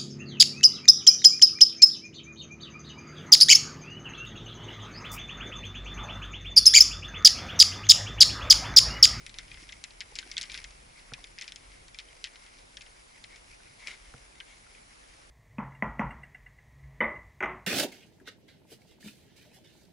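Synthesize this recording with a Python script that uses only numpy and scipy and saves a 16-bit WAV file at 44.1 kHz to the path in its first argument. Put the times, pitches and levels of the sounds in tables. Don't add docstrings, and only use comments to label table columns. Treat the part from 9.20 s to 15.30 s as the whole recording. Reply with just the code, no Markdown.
import sys
import numpy as np
from scipy import signal
from scipy.fft import rfft, irfft, next_fast_len
from scipy.io import wavfile
from scipy.ndimage import uniform_filter1d, map_coordinates

SR = 44100
rng = np.random.default_rng(int(sys.argv[2]) if len(sys.argv) > 2 else 0)


def elevation(decibels):
    levels = np.asarray(decibels, float)
    return 10 ** (levels / 20)


def bounce(signal):
    frames = np.transpose(np.atleast_2d(signal))
    limited = np.clip(frames, -1, 1)
    pcm = np.round(limited * 32767).astype(np.int16)
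    wavfile.write(sys.argv[1], SR, pcm)


N = 269010
GRAIN = 4096
LEAD_S = 0.004


def unit(x):
    return x / np.sqrt(np.mean(x ** 2) + 1e-20)


def along(points, hz):
    f, v = np.transpose(points)
    return np.interp(np.log(hz + 1), np.log(f + 1), v)


def curves(rows):
    s, *cols = np.transpose(rows)
    return [np.interp(np.arange(N) / SR, s, c) for c in cols]


def columns(rows):
    return [c[:, None] for c in np.transpose(rows)]


def wobble(rate):
    knots = rng.standard_normal(int(N * rate / SR) + 4)
    return map_coordinates(knots, [np.arange(N) * rate / SR])


def filtered(x, response):
    m = next_fast_len(N + 8192)
    return irfft(rfft(x, m) * response(np.fft.rfftfreq(m, 1 / SR)), m)[..., :N]


def noise(spectrum, patchy_db):
    z = signal.stft(rng.standard_normal(N + 512), nperseg=512)[2]
    field = uniform_filter1d(rng.standard_normal(z.shape), size=6, axis=0)
    field = uniform_filter1d(field, size=10, axis=1)
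    patchy = signal.istft(z * elevation(patchy_db * unit(field)), nperseg=512)[1][:N]
    return unit(filtered(patchy, lambda hz: elevation(along(spectrum, hz))))


def causal(db, delay_share):
    cepstrum = irfft(np.log(np.maximum(elevation(db), 1e-5)), GRAIN)
    cepstrum[:, 1:GRAIN // 2] *= 2
    cepstrum[:, GRAIN // 2 + 1:] = 0
    log = rfft(cepstrum)
    return np.exp(log.real + 1j * delay_share * log.imag)


def to_peak(rows):
    return rows / np.abs(rows).max(axis=1, keepdims=True)


def placed(rows, start_s):
    at = np.round(start_s * SR).astype(int)[:, None] + np.arange(rows.shape[1])
    return np.bincount(at.ravel(), rows.ravel(), N + SR)[:N]


def ring(t, hz, db, t60, phase=0):
    t = np.maximum(t, 0)
    onset = 1 - np.exp(-t / 0.0003)
    return elevation(db - 60 * t / t60) * onset * np.sin(2 * np.pi * hz * t + phase)


def rustle():
    # (time [s], level [dB])
    swing = [(0, -57.5), (.4, -54.5), (.7, -61), (1.0, -53), (1.4, -49.5), (1.6, -61), (2.0, -55.5),
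             (2.4, -61), (2.6, -65), (3.15, -56.5), (3.5, -62), (4.4, -59.5), (4.85, -55.5), (5.0, -55.5),
             (5.2, -69.5), (5.4, -59.5), (6.1, -61)]
    # (frequency [Hz], density [dB per Hz])
    cloth = [(600, -18.5), (1100, -13.5), (1650, -12), (2150, -1.5), (2600, -7.5), (3400, -13.5),
             (4300, -15.5), (5250, -7.5), (6300, -16), (8500, -21), (11000, -16)]
    level_db, = curves(swing)
    grains = elevation(2.4 * wobble(24.955) + 2.8 * wobble(300))
    shared = unit(grains * noise(cloth, patchy_db=1.5))
    apart = unit(grains * noise(cloth, patchy_db=2.5))
    return elevation(level_db - 1.5) * (shared * elevation([[.8], [-.8]]) + 0.51 * apart * [[1], [-1]])


def wind():
    # (time [s], strength [dB])
    gusts = [(0, -56), (.25, -55), (.75, -61.5), (1.5, -55), (1.75, -63), (2.0, -56), (2.25, -66),
             (2.6, -57), (3.05, -66), (3.5, -60.5), (4.0, -65.5), (4.3, -59), (4.5, -67), (4.95, -56.5),
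             (5.25, -63), (5.6, -65), (6.1, -60)]
    # (frequency [Hz], density [dB per Hz])
    low = [(10, -31), (25, -1), (42, 4.5), (60, -4.5), (90, -17), (200, -35)]
    # (frequency [Hz], density [dB per Hz])
    upper = [(45, -12), (100, -3), (170, -8), (350, -14.5), (1000, -49)]
    flutter_db, follows, sluggish_s = -6, 1, 0.7
    rumble_db, = curves(gusts)
    mean_db = rumble_db.mean()
    slow_db = uniform_filter1d(rumble_db - mean_db, size=int(sluggish_s * SR))
    flutter_db = mean_db + flutter_db + follows * slow_db
    rumble = noise(low, patchy_db=0.5)
    rumble /= np.sqrt(uniform_filter1d(rumble ** 2, size=9000) + 0.17)
    flutter = elevation(flutter_db - 1 + 1.5 * wobble(14)) * noise(upper, patchy_db=0.9)
    strength = elevation(rumble_db + 1.1 * wobble(7))
    apart = 0.061 * noise(low, patchy_db=-2.0) * [[1], [-1]]
    return strength * (unit(rumble) + apart) + flutter


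def hiss():
    # (frequency [Hz], density [dB per Hz])
    common = [(88, -20), (170, -6.5), (500, -4), (1100, -7), (3700, -9.5), (5200, -8.5), (7000, -11),
              (8500, -14.5), (9700, -8.5), (11000, -12.5)]
    # (frequency [Hz], density [dB per Hz])
    difference = [(40, -45), (100, -13.5), (280, -8), (480, -5), (840, -4.5), (2000, -9.5), (11000, -25)]
    mid = elevation(-59.5) * noise(common, patchy_db=1.52)
    side = elevation(-56.0 - 2.5) * noise(difference, patchy_db=1.3)
    return np.array([mid + side, mid - side])


def contacts():
    # (time [s], peak [dB], centre [Hz], contact [ms], turf echo [dB])
    knocks = [(.0646, -23.5, 3660, 0.36, -15), (0.1423, -32, 4280, .94, -7), (0.316, -33, 2960, 0.66, -16),
              (0.493, -31.5, 2600, 0.53, -7), (.524, -31, 4200, 4.3, -3.5), (0.64, -20.5, 4240, 0.41, -13),
              (1.2377, -26.5, 3120, 3, -12), (1.1687, -20.5, 3260, 1.9, -18), (1.1744, -31, 2880, 2.4, -13),
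              (1.2131, -18, 4130, 0.21, -24), (1.22, -21, 4940, 0.51, -18), (1.2984, -29, 3160, 1.5, -7),
              (1.3766, -23, 3900, 0.7, -19), (1.4421, -26, 4200, 0.73, -5.5),
              (1.9365, -22.5, 3900, 0.61, -12), (2.0423, -30.5, 3900, 2.6, -12),
              (2.2126, -24.5, 4250, 1.45, -8), (2.2215, -26.5, 4580, 0.65, -4.5),
              (2.3216, -25.5, 3620, 0.47, -23), (2.36, -26.5, 4460, 0.68, -16),
              (3.5705, -27.5, 4200, 1.2, -10), (4.0408, -31, 3700, .91, -4),
              (4.6726, -22.5, 3720, 0.56, -18), (5.2027, -31, 2700, 0.49, -5.5)]
    # (time [s], peak [dB], centre [Hz], first gap [ms], chatter under the knock [dB])
    rattles = [(.1864, -20.5, 4000, 7.1, -16), (.806, -19.5, 4280, 4.84, -7.5),
               (.9552, -22, 5400, 5.1, -7.5), (.9882, -16, 4200, 7.9, -18), (1.1154, -24, 4970, 4.2, -10),
               (1.18, -12.5, 4260, 11, -24), (1.2299, -22.5, 4470, 4, -16), (1.3182, -25, 4400, 4.5, -13),
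               (1.3437, -22, 3870, 6.8, -6), (2.1869, -26.5, 3580, 8.3, -14), (2.279, -26, 4200, 7.4, -8.5),
               (2.788, -24.5, 3900, 5.5, -7), (3.0419, -17, 4320, 7, -9.5)]
    # (time [s], peak [dB], centre [Hz])
    touches = [(.0948, -32.5, 4900), (.281, -39.5, 3140), (0.3437, -35, 2900), (0.3736, -38, 2600),
               (.428, -39.5, 5600), (.49, -35.5, 3400), (1.0288, -36, 2780), (.7076, -37, 4200),
               (1.1397, -36, 4300), (1.2551, -35, 4300), (1.3093, -34, 4600), (1.3866, -34, 3520),
               (1.4176, -40, 2600), (1.5078, -39, 4900), (1.7947, -44, 2720), (2.0718, -38.5, 3900),
               (2.1817, -36, 2130), (2.243, -35, 3380), (2.5182, -41, 3600), (2.6823, -36, 5230),
               (2.7458, -33.5, 3830), (3.0727, -33.5, 3800), (3.158, -35.5, 3330), (3.2644, -40, 3700),
               (3.387, -41, 4400), (3.6097, -35, 3500), (3.619, -32, 4560), (3.6637, -39, 3400),
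               (4.16, -36.5, 4960), (4.6804, -36, 2700)]
    contact_ms, rattle_echo_db, touch_echo_db = 0.8, -14, -9
    slows, loss_db, dulls = 1.04, 4.5, 0.85
    first = [(s, db, hz, contact_ms, rattle_echo_db) for s, db, hz, _, _ in rattles]
    luck = rng.standard_normal((len(rattles), 4, 3))
    chatter = []
    for (s, db, hz, gap_ms, under_db), draws in zip(rattles, luck):
        for k, (late, size, tone) in enumerate(draws):
            again_s = s + gap_ms / 1000 * ((k + 1) ** slows + .12 * k * late)
            again_db = db + under_db - loss_db * k + 1.26 * size
            chatter.append((again_s, again_db, hz * dulls * np.exp(0.16 * tone)))
    light = [(s, db, hz, 4600 / hz, touch_echo_db) for s, db, hz in [*touches, *chatter]]
    return np.array([*knocks, *first, *light])


def steel_tick(t, hz, chance, db, contact_ms, colour_db):
    scrape_s = np.clip(contact_ms - .45, .05, 3) * 0.00035
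    push = chance[:, 0] * np.exp(-.5 * (t / scrape_s) ** 2)
    fizz = chance[:, 1] * np.exp(-np.maximum(t, 0) / 0.0026) * (t > -scrape_s)
    edge_db = np.maximum(-6 - 22 * contact_ms, -26)
    edge_db = edge_db - np.maximum(db + 16.5, 0)
    treble_db = -70 * np.log2((hz[None] + 50) / 9500) ** 2
    edge = to_peak(irfft(rfft(fizz) * causal(treble_db, 1), GRAIN))
    return to_peak(irfft(rfft(push) * causal(colour_db, 0.63), GRAIN)) + elevation(edge_db - 3.5) * edge


def turf_echo(t, chance, echo_db, grass_db):
    lag_s = 0.0043
    smear = chance[:, 1] * np.exp(-.5 * ((t - lag_s) / 0.00037) ** 2)
    return elevation(echo_db) * to_peak(irfft(rfft(smear) * causal(grass_db[None], 0.36), GRAIN))


def jangle(t, chance, echo_db, colour_db, grass_db):
    # (frequency [Hz], t60 [s])
    decay = [(1500, 0.11), (2500, 0.041), (5000, 0.024), (10000, 0.038)]
    f, frame, z = signal.stft(chance[:, 1:4], SR, nperseg=64)
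    fade = elevation(-60 * np.maximum(frame - LEAD_S, 0) / along(decay, f)[:, None])
    shake = signal.istft(z * fade, SR, nperseg=64)[1][..., :GRAIN]
    shake = shake * (1 - np.exp(-np.maximum(t, 0) / 0.0032))
    shake = irfft(rfft(shake) * causal(0.52 * colour_db + 0.14 * grass_db, 1)[:, None], GRAIN)
    shake_db = 1.5 + .4 * (echo_db[:, None] + 12)
    return shake * elevation(shake_db) / np.linalg.norm(shake[:, :1], axis=2, keepdims=True)


def shaft_modes(t, centre_hz, chance):
    # (frequency [Hz], level [dB], t60 [s])
    shafts = [(1600, 0, 0.05), (2057, -1, 0.071), (2400, -10, 0.036), (3140, 1, 0.0057), (3230, 2, 0.018),
              (3900, -3, 0.013), (5170, 3, 0.03), (5740, 5, 0.014)]
    luck = chance[:, 4].reshape(len(chance), 4, -1, 1)
    total = 0
    for k, (hz, level_db, t60) in enumerate(shafts):
        off_centre_db = 9 * np.log2(hz / centre_hz) ** 2
        mode_db = level_db + 1.04 * luck[:, 1, k] - 20.5 - off_centre_db
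        total = total + ring(t, hz * (1 + 0.028 * luck[:, 0, k]), mode_db, t60, 3 * luck[:, 2, k])
    return total


def heads():
    # (time [s], frequency [Hz], level [dB])
    rings = [(.066, 2100, -44), (0.187, 1500, -49.5), (.316, 2470, -37.5), (.49, 2070, -44),
             (.525, 2060, -43.5), (0.64, 1990, -40.5), (.989, 3060, -30.5), (1.028, 1550, -46),
             (1.116, 2230, -41), (1.298, 2350, -38), (1.343, 1570, -45), (1.388, 2270, -39),
             (1.938, 2490, -36), (2.042, 2400, -45), (2.28, 2390, -37.5), (2.746, 2360, -42),
             (3.571, 2450, -48), (4.672, 2410, -32.5), (5.202, 3110, -35), (5.207, 1590, -47),
             (5.208, 2900, -42), (2.886, 3150, -47), (4.333, 2470, -48.5), (5.549, 2470, -48),
             (2.187, 2530, -41), (3.61, 2550, -43)]
    s, hz, db = columns(rings)
    t60 = 88 / hz
    return placed(ring(np.arange(GRAIN) / SR, hz, db, t60), s[:, 0])


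def clubs():
    # (frequency [Hz], density [dB per Hz])
    steel = [(600, -37), (1250, -16.5), (1550, -6.5), (2060, 0), (2800, -4), (3100, -2.5), (3600, -3),
             (5300, -2.5), (6300, -5.5), (7400, -5), (8500, -14.5), (11000, -37)]
    # (frequency [Hz], left over right [dB])
    bag_side = [(1100, -21.5), (2100, 7.5), (3600, 1.5), (6500, 3.5), (10000, 10)]
    s, db, centre_hz, contact_ms, echo_db = contacts().T[..., None]
    t, hz = np.arange(GRAIN) / SR - LEAD_S, np.fft.rfftfreq(GRAIN, 1 / SR)
    chance = rng.standard_normal((len(s), 5, GRAIN))
    patches_db = 3 * unit(uniform_filter1d(chance[:, 4, -len(hz):], size=60, axis=1))
    colour_db = along(steel, hz) + patches_db - 11 * np.log2((hz + 50) / centre_hz) ** 2
    grass_db = along(steel, hz) - 14 * np.log2((hz + 50) / 2200) ** 2
    tick = steel_tick(t, hz, chance, db, contact_ms, colour_db)
    echo = turf_echo(t, chance, echo_db, grass_db)
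    shake = jangle(t, chance, echo_db, colour_db, grass_db)
    modes = shaft_modes(t, centre_hz, chance)
    start_s = s[:, 0] - LEAD_S
    shared = placed(elevation(db) * (0.85 * tick + echo + shake[:, 0] + modes), start_s - .0001) + heads()
    ports = [shared + placed(elevation(db) * .55 * shake[:, port], start_s) for port in (1, 2)]
    return filtered(np.array(ports), lambda f: elevation(along(bag_side, f) * [[.5], [-.5]]))


def bumps():
    # (time [s], knock [dB], thud [dB])
    hits = [
        (1.918, -38, -42),
        (4.938, -41, -45.5),
    ]
    # (frequency [Hz], level [dB], t60 [s], delay [s])
    body = [(1400, 5.5, 0.0096, 0.0015), (750, -5, 0.017, 0.0091), (480, -2.5, 0.052, 0.0033),
            (248, -2.5, 0.036, 0.0067), (129, -1.5, 0.11, 0.0056)]
    # (time [s], frequency [Hz], level [dB])
    fingers = [(.426, 310, -46), (.922, 480, -48), (.922, 830, -50), (1.062, 347, -50), (1.068, 750, -51),
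               (1.981, 1060, -49.5), (1.99, 750, -53), (4.403, 1500, -51.5), (5.466, 1400, -54)]
    s, knock_db, thud_db = columns(hits)
    t = np.arange(GRAIN) / SR
    knock = sum(ring(t - delay, hz, knock_db + db, t60) for hz, db, t60, delay in body[:2])
    thud = sum(ring(t - delay, hz, thud_db + db, t60) for hz, db, t60, delay in body[2:])
    tap_s, tap_hz, tap_db = columns(fingers)
    taps = placed(ring(t, tap_hz, tap_db, 0.034), tap_s[:, 0])
    return (placed(knock + thud, s[:, 0]) + taps) * elevation([[-1], [1]])


def scuff():
    # (time [s], level [dB])
    long_drag = [
        (4.575, -67),
        (4.605, -55),
        (4.66, -56.5),
        (4.675, -43.5),
        (4.7, -45.5),
        (4.75, -53),
        (4.772, -68),
    ]
    # (time [s], level
    # [dB], half length [s])
    swishes = [(1.784, -54, 0.019), (2.467, -64, 0.063), (2.557, -60.5, 0.059), (3.27, -60, 0.041),
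               (4.133, -56.5, 0.047), (4.472, -58, .02), (4.855, -63, .02), (5.157, -51.5, 0.0036),
               (5.179, -59, 0.018), (5.286, -58, 0.018), (5.324, -58, 0.028), (5.573, -58.5, 0.023)]
    # (frequency [Hz], density [dB per Hz])
    drag_colour = [(300, -22), (1200, -16), (1800, -9), (2200, 1.5), (2600, -12.5), (3500, -12.5),
                   (6000, -15.5), (8500, -24.5), (11000, -22.5)]
    before, after = (long_drag[0][0] - .02, -90), (long_drag[-1][0] + .02, -90)
    level_db, = curves([before, *long_drag, after])
    t = np.arange(N) / SR
    strength = elevation(level_db + 1.0)
    for s, db, half_s in swishes:
        strength = strength + elevation(db) * np.exp(-((t - s) / half_s) ** 2)
    flutter = elevation(1.2 * wobble(120))
    shared, apart = (unit(flutter * noise(drag_colour, patchy_db=2)) for _ in range(2))
    return strength * (shared * elevation([[1.5], [-1.5]]) + 0.38 * apart * [[1], [-1]])


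def scene():
    return clubs() + bumps() + rustle() + scuff() + wind() + hiss()


def band_limit(x):
    return signal.sosfilt(signal.butter(12, 12360, fs=SR, output="sos"), x)


def record(dry):
    top_hz = 11025

    def edge(hz):
        return np.where(hz < top_hz, 1, elevation(-40 - 3 * (hz - top_hz) / 1000))

    return band_limit(filtered(dry, edge))


dry = scene()
out = record(dry)
bounce(out)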